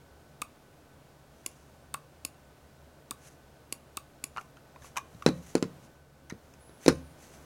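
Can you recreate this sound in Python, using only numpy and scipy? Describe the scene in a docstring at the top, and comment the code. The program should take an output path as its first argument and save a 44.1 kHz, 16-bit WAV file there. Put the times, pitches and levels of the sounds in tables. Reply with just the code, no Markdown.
"""A light plastic computer mouse clicks and knocks close to a phone, on a desk in a small room.
Its button is pressed and let go four times: damped modes and noise ticks make the snaps and landings.
Then the hand turns the mouse: loose buttons rattle and the shell knocks on the desk, again as struck modes.
Skin and feet rub as coloured noise in strokes; a faint whistle arches in pitch near the end.
Reflections follow the blows, over soft room noise with a wavering hum."""
import sys
import numpy as np
from scipy import signal
from scipy.fft import rfft, irfft
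from scipy.io import wavfile

SR = 44100
rng = np.random.default_rng(int(sys.argv[2]) if len(sys.argv) > 2 else 0)


def dump_mix(stems):
    """Bounce the given channels to the path in sys.argv[1] as a 16-bit WAV at rate SR."""
    frames = np.atleast_2d(stems).T  # one column per channel
    limited = np.clip(frames, -1, 1)  # hard clip at full scale
    pcm = np.round(limited * 32767).astype(np.int16)
    wavfile.write(sys.argv[1], SR, pcm)


N = 328545
T = np.arange(N) / SR  # time axis of the whole scene [s]
RING = T[:SR]  # one second, for single sounds

# button down: (snap time [s], landing time [s], landing level [dB], landing brightness [dB/octave])
PRESSES = [(.4175, .4204, -26.5, 4), (1.9406, 1.9441, -26.5, -1), (3.1087, 3.1137, -34, -5),
           (3.9703, 3.9745, -30.5, 3)]
# button up: (snap time [s])
RELEASES = [1.4614, 2.249, 3.7242, 4.2393]
SNAP_DOWN_DB, SNAP_UP_DB = -29.5, -26.5  # the spring snaps with the same force every time
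# loose buttons jostled: (time [s], button ring level [dB], edge tick level [dB], button pitch [ratio])
RATTLES = [(4.363, -36.5, -58, 1.09), (4.3713, -32, -46.5, 0.96), (4.3798, -27, -59, 1.12),
           (4.385, -38, -57, 1.06), (4.411, -51, -48.5, 0.69), (4.569, -48.5, -56, 1.2),
           (4.760, -45.5, -73, 0.92), (4.821, -50.5, -59, 1.43), (4.845, -45, -69, 1.01),
           (4.959, -41, -52, 1.16), (4.967, -30, -36, 0.95), (4.9718, -25.5, -28, 0.92),
           (4.981, -30, -35.5, 0.98), (5.223, -36, -47, 1), (6.298, -48, -44, 1.47),
           (6.3008, -40, -43.5, 1.83), (6.308, -41, -50, 1.6), (6.538, -63, -53.5, 1.3)]
# shell meets desk: (time [s], thump level [dB], thump pitch [ratio], spot along the desk [0-1],
# shell clack level [dB], clack centre [Hz])
KNOCKS = [(5.147, -38.5, 0.4, 0.37, -59, 4030), (5.2629, -6, 1.026, 0.16, -16, 4230),
          (5.2882, -19.5, 1.03, 0.15, -33, 4100), (5.5526, -12, 0.99, 0.06, -25.5, 7560),
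          (5.5802, -44, 1.7, 0.05, -46, 5230), (5.6259, -16, 0.78, 0.21, -29.5, 6050),
          (6.3235, -29, 0.66, 0.35, -57, 4000), (6.694, -47, 1.1, 0.2, -61, 4000),
          (6.862, -17, 1.03, 0.42, -28, 3970), (6.8805, -3.5, 1.02, 0.34, -15.5, 5230),
          (6.8857, -30, 0.8, 0.7, -20.5, 8900), (6.926, -26, 0.71, 0.39, -50, 4000)]
EDGE_TICK_DB = -5.5  # the edge tick of a knock, against its clack

# modes of the switch closing: (frequency [Hz], relative level [dB], t60 [s])
SWITCH_DOWN_MODES = [(273, -5, 0.02), (2600, 2.5, 0.0043), (3694, 1.5, 0.0099), (4500, -5.5, 0.013),
                     (5320, -16, 0.013), (6630, -6.5, 0.013), (8000, 0, 0.014), (8270, 5, 0.0078),
                     (9240, 8, 0.0075), (9970, -0.5, 0.0082), (11600, -10, .008), (14000, 1.5, .007),
                     (15000, -7, .005), (15400, -6, 0.0066)]
# modes of the switch opening, which rings differently: (frequency [Hz], relative level [dB], t60 [s])
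SWITCH_UP_MODES = [(291, -13, 0.023), (1123, -22, 0.039), (2397, 1.5, 0.0073), (2730, -1, 0.01),
                   (3420, -10.5, 0.01), (4525, -9.5, 0.014), (5170, -7, 0.01), (6250, -9, 0.0077),
                   (6950, 1, 0.0099), (7700, 1.5, 0.0077), (8250, 3, 0.0061), (9510, 1, 0.0092),
                   (10100, 5, 0.0086), (11800, -2, 0.008), (12500, -11, 0.0063), (15200, -11, 0.0083)]
# modes of the button: (frequency [Hz], relative level [dB], t60 [s])
BUTTON_MODES = [(870, -22.5, 0.048), (1153, 2, 0.028), (1238, -12.5, 0.066), (1392, -18, 0.05),
                (2230, -12.5, 0.018), (2580, -2, 0.013), (3780, -12, 0.0057)]
# modes of the hollow shell: (frequency [Hz], relative level [dB], t60 [s])
SHELL_MODES = [(980, 3.5, 0.0091), (1218, -6.5, 0.039), (1447, -2, 0.031), (1950, 0.5, 0.015),
               (2390, 0, 0.0073), (3840, 0, 0.014), (4390, -5, 0.016), (4920, 3, 0.0069),
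               (5660, 1.5, 0.0059), (6410, -7.5, 0.0051), (7400, 1, 0.0064), (9320, -2, 0.007)]
# modes of the desk top: (frequency [Hz], relative level [dB], t60 [s])
DESK_MODES = [(73.9, -17.5, 0.56), (141, -15.5, 0.42), (177.3, -13, 0.36), (251, 3.5, 0.078),
              (323, 1, 0.11), (407, -4, 0.05), (454, 0, 0.11), (573.3, -10, 0.11)]

# spectrum of the switch contact's chatter: (frequency [Hz], relative density [dB per Hz])
SNAP_SPECTRUM = [(300, -8.5), (1600, -12), (2600, -9.5), (3300, -16), (4600, -5), (5800, -7), (7000, -3),
                 (10000, -4.5), (11200, -7), (15500, -15), (17000, -27)]
# spectrum of the desk thump at pitch ratio 1: (frequency [Hz], relative density [dB per Hz])
THUMP_SPECTRUM = [(30, -45), (90, -21), (160, -5), (300, 0), (490, -1.5), (630, -12.5), (800, -16),
                  (1500, -38), (4000, -53), (12000, -89)]
# spectrum of hard plastic edges ticking: (frequency [Hz], relative density [dB per Hz])
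TICK_SPECTRUM = [(300, -10), (1500, -9.5), (2500, 7), (3200, -3.5), (4500, -10.5), (6200, 4), (7500, -6.5),
                 (10000, -9), (16000, -20.5)]
# spectrum of rubbing: (frequency [Hz], relative density [dB per Hz])
RUB_SPECTRUM = [(200, -8), (800, -8), (1400, -1), (2400, -1), (3500, -7), (5200, -6), (6100, 3), (7200, -2),
                (8500, -6), (11300, -5), (12500, -13), (16000, -18)]
# skin or feet slide, one row per stroke: (fastest time [s], mean level there [dB], length [s])
STROKES = [(1.52, -67.5, 0.65), (3.262, -57.5, 0.19), (4.395, -65, 0.17), (4.86, -55.5, 0.15),
           (5.35, -65, 1), (5.488, -56.5, .16), (5.84, -66, 0.12), (6.474, -75, .25), (6.86, -49.5, 0.15),
           (6.93, -61, 0.24), (7.235, -58.5, .19), (7.337, -60.5, 0.37)]
STROKE_RISE = 0.48  # share of a stroke spent speeding up
STROKE_EDGE_DB, STROKE_ROUNDNESS = 20.5, 1.56  # drop at both ends; exponent of the swell (1 pointed, 2 round)

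# arches of a faint thin whistle: (crest time [s], length [s], mean crest pitch [Hz], middle level [dB])
ARCHES = [(6.695, 0.22, 10740, -69), (7.02, 0.26, 9850, -72.5)]
ARCH_SAG, ARCH_FADE_S = .135, 0.018  # share of the pitch lost at both ends; fade in and out

# room reflections: (band centre [Hz], band gain before the send trim [dB], t60 before evening out [s])
ROOM_BANDS = [(90, -3.5, .4), (297, -14.5, 0.15), (1110, -12.5, 0.15), (2770, -16, 0.21), (4500, -15, 0.15),
              (8000, -18, 0.13), (14000, -13, 0.11)]
# spectrum of the room noise: (frequency [Hz], relative density [dB per Hz])
AIR_SPECTRUM = [(15, -30), (25, -7), (37, -22), (53, -11), (75, -3.5), (99, -10.5), (140, -4), (183, -11.5),
                (274, -9.5), (368, -12.5), (598, -11), (1020, -18.5), (1490, -21), (2010, -26),
                (15500, -37.5)]
AIR_DB = -58.5  # room noise level before the offsets below
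# offset of the room noise over time: (time [s], level [dB])
AIR_OFFSETS = [(0, 0.93), (4.5, 1.05), (5.8, 3.5), (6.05, -2), (6.4, 1), (7.45, 4.5)]
# hum in the room: (mean frequency [Hz], middle level [dB])
HUM_TONES = [(71, -66.5), (140, -67.5), (1507, -75.5)]
TOP_HZ = 16300  # the phone passes nothing much above this


def undb(db):
    """Decibels to gain."""
    return 10 ** (np.asarray(db) / 20)


def curve(rows):
    """A timed table, joined by straight lines."""
    return np.interp(T, *np.transpose(rows))


def add(track, s, sound):
    """Mix a sound into the track at time s."""
    i = int(s * SR)
    track[i:i + len(sound)] += sound[:N - i]


def blow(x, db):
    """Scale a short sound to its level, with its energy counted over 2 ms."""
    return x * undb(db) * np.sqrt(.002 * SR / np.sum(x ** 2))


def walk(rate):
    """Slow chance with a spread near 1: random points, rate per second, joined by straight lines."""
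    return np.interp(T * rate, np.arange(4096), rng.standard_normal(4096))


def fade(t, t60):
    """Exponential decay, 60 dB in t60."""
    return np.exp(-np.log(1000) * t / t60)


def swell(t, rise_s):
    """A blow takes a moment to spread through the part."""
    return 1 - np.exp(-(t / rise_s) ** 2)


def response(points, pitch=1, size=8192):
    """Causal (minimum-phase) impulse response with the given spectrum."""
    hz, db = np.transpose(points)
    f = np.fft.rfftfreq(size, 1 / SR) + 1  # 1 Hz up, to keep the logarithm finite
    level_db = np.interp(np.log(f), np.log(hz * pitch), db)
    cepstrum = irfft(np.log(undb(level_db)))
    # folding the cepstrum forward packs the energy at the start
    cepstrum[1:size // 2] *= 2
    cepstrum[size // 2 + 1:] = 0
    return irfft(np.exp(rfft(cepstrum)))


def colour(x, points):
    """Filter a sound by a spectrum."""
    return signal.fftconvolve(x, response(points))[:len(x)]


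def noise(points):
    """Coloured noise of rms 1."""
    x = colour(rng.standard_normal(N), points)
    return x / x.std()


def tilt(modes, db):
    """Mode weights that rise by db per octave: a harder contact is brighter."""
    hz = np.array(modes)[:, 0]
    return undb(db * np.log2(hz / hz[0]))


def ring(modes, rise_s, pitch=1, scatter=0.011, weights=1):
    """Damped modes; each blow lands a little differently, in mode pitches and phases."""
    hz, db, t60 = np.transpose(modes)
    t = RING[:int(t60.max() * SR), None]
    hz = hz * pitch * (1 + scatter * rng.standard_normal(len(hz)))
    phase = rng.uniform(0, 2 * np.pi, len(hz))
    waves = np.sin(2 * np.pi * hz * t + phase)
    return np.sum(weights * undb(db) * fade(t, t60) * waves * swell(t, rise_s), 1)


def tick(spectrum, t60, rise_s=0.000075):
    """Hard edges chatter for a few milliseconds: a coloured, quickly fading noise burst."""
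    t = RING[:SR // 20]
    burst = rng.standard_normal(len(t)) * fade(t, t60) * swell(t, rise_s)
    return colour(burst, spectrum)


def clicks():
    """The switch spring snaps over both ways, its contact chatters; going down, the button lands after it."""
    out = np.zeros(N)
    for s, land_s, land_db, bright_db in PRESSES:
        snap = ring(SWITCH_DOWN_MODES, rise_s=0.00072, scatter=0.0072)
        chatter = tick(SNAP_SPECTRUM, t60=0.017, rise_s=0.00099)
        landing = ring(BUTTON_MODES, rise_s=0.0002, weights=tilt(BUTTON_MODES, bright_db))
        add(out, s, blow(snap, SNAP_DOWN_DB))
        add(out, s, blow(chatter, SNAP_DOWN_DB - 5.5))
        add(out, land_s, blow(landing, land_db))
    for s in RELEASES:
        snap = ring(SWITCH_UP_MODES, rise_s=0.0016, scatter=0.017)
        chatter = tick(SNAP_SPECTRUM, t60=0.017, rise_s=0.00088)
        add(out, s, blow(snap, SNAP_UP_DB))
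        add(out, s, blow(chatter, SNAP_UP_DB - 4))
    return out


def rattles():
    """Fingers jostle the buttons against the shell; their grip shifts the pitch."""
    out = np.zeros(N)
    for s, ring_db, tick_db, pitch in RATTLES:
        button = ring(BUTTON_MODES, rise_s=0.0013, pitch=pitch, scatter=0.024)
        shell = ring(SHELL_MODES, rise_s=0.00037, scatter=0.056, weights=tilt(SHELL_MODES, db=-8))
        add(out, s, blow(button, ring_db))
        add(out, s, blow(shell, ring_db - 4.0))
        add(out, s, blow(tick(TICK_SPECTRUM, t60=.02), tick_db))
    return out


def clack(centre_hz):
    """The hollow shell rings most around the pitch of the wall that was hit."""
    octaves = np.log2(np.array(SHELL_MODES)[:, 0] / centre_hz)
    boost_db = 7.4 * np.exp(-(octaves / 0.37) ** 2)
    return ring(SHELL_MODES, rise_s=0.0003, scatter=0.053, weights=undb(boost_db))


def knocks():
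    """The desk top gives a short thump and rings on; the shell clacks and its loose parts chatter."""
    out = np.zeros(N)
    for s, thump_db, pitch, spot, clack_db, centre_hz in KNOCKS:
        # a mode struck near its node stays quiet
        shapes = np.sin(np.pi * spot * np.arange(1, len(DESK_MODES) + 1))
        ring_db = thump_db - 6.5 + 6 * np.log2(pitch)  # lower bumps set the top ringing less
        add(out, s, -blow(response(THUMP_SPECTRUM, pitch), thump_db))  # the top is pushed away first
        add(out, s, blow(ring(DESK_MODES, rise_s=0.0036, weights=shapes), ring_db))
        add(out, s, blow(clack(centre_hz), clack_db))
        add(out, s, blow(tick(TICK_SPECTRUM, t60=0.021), clack_db + EDGE_TICK_DB))
        # six ever weaker rebounds, about 4 ms apart, losing 0.4 dB per ms
        for late_s in .004 * np.cumsum(rng.uniform(.5, 1.5, size=6)):
            rebound = ring(SHELL_MODES, rise_s=.0002, scatter=0.12, weights=tilt(SHELL_MODES, db=-3.0))
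            add(out, s + late_s, blow(rebound, clack_db - 11.5 - 400 * late_s))
    return out


def rubbing():
    """Skin on the shell and feet on the desk slip in tiny uneven steps; each stroke speeds up, then slows."""
    slips = rng.standard_normal(N) * undb(1.8 * walk(rate=370))
    scrape = colour(slips, RUB_SPECTRUM)
    power = np.zeros(N)
    for s, db, length_s in STROKES:
        side_s = length_s * np.where(T < s, STROKE_RISE, 1 - STROKE_RISE)
        drop_db = STROKE_EDGE_DB * np.abs((T - s) / side_s) ** STROKE_ROUNDNESS
        power += undb(db - drop_db) ** 2
    unevenness = undb(1.6 * walk(rate=70))
    return scrape / scrape.std() * np.sqrt(power) * unevenness


def whistle():
    """A very high, faint tone in arches: its pitch rises to a crest and sinks, and it fades at both ends."""
    out = np.zeros(N)
    for s, length_s, crest_hz, db in ARCHES:
        along = np.clip(2 * (T - s) / length_s, -1, 1)  # -1 at the start, 0 at the crest, 1 at the end
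        wobble = 1 + 0.00196 * walk(rate=140) + 0.0076 * walk(rate=25)
        hz = crest_hz * (1 - ARCH_SAG * along ** 2) * wobble
        fading = np.minimum((1 - np.abs(along)) * length_s / 2 / ARCH_FADE_S, 1)
        tone = np.sqrt(2) * np.sin(2 * np.pi * np.cumsum(hz) / SR)
        out += tone * fading * undb(db + 2.5 * walk(rate=40))
    return out


def room(x, first_s=.005):
    """Dense reflections from nearby walls build up after a short gap; the bass lingers."""
    centres = np.log([row[0] for row in ROOM_BANDS])
    f = np.log(np.fft.rfftfreq(len(RING), 1 / SR) + 1)
    white = rng.standard_normal(len(RING))
    tail = 0
    for share, (_, db, t60) in zip(np.eye(len(ROOM_BANDS)), ROOM_BANDS):
        arrivals = rfft(white * fade(RING, t60) * swell(RING, rise_s=0.0024))
        even = arrivals / np.abs(arrivals)  # a cluttered room favours no single pitch
        band = irfft(even * np.interp(f, centres, share))  # each band crossfades into its neighbours
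        tail = tail + undb(db) * band * (RING < t60)
    out = np.zeros(N)
    add(out, first_s, signal.fftconvolve(x, tail))
    return out


def background():
    """Soft room noise, drifting in level, with a hum that wavers in pitch and level."""
    out = noise(AIR_SPECTRUM) * undb(AIR_DB + curve(AIR_OFFSETS))
    for hz, db in HUM_TONES:
        phase = 2 * np.pi * np.cumsum(hz + 4.54 * walk(rate=20)) / SR
        waver = undb(2.5 * walk(rate=12))
        out += np.sqrt(2) * np.sin(phase) * undb(db) * waver
    return out


def scene():
    """The mouse, the reflections of its blows, the whistle and the quiet room."""
    close = clicks() + rattles()
    desk = knocks()
    reflections = room(close * undb(-1.0) + desk * undb(1.0))  # the desk sends a little more to the room
    return (close + desk + reflections + rubbing() + whistle() + background())[None]


def record(dry):
    """The phone rounds the loudest peaks and cuts the top."""
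    rounded = .8 * np.tanh(dry / .8)
    low_pass = signal.ellip(8, .2, 70, TOP_HZ, fs=SR, output="sos")
    return signal.sosfilt(low_pass, rounded)


dry = scene()
out = record(dry)
dump_mix(out)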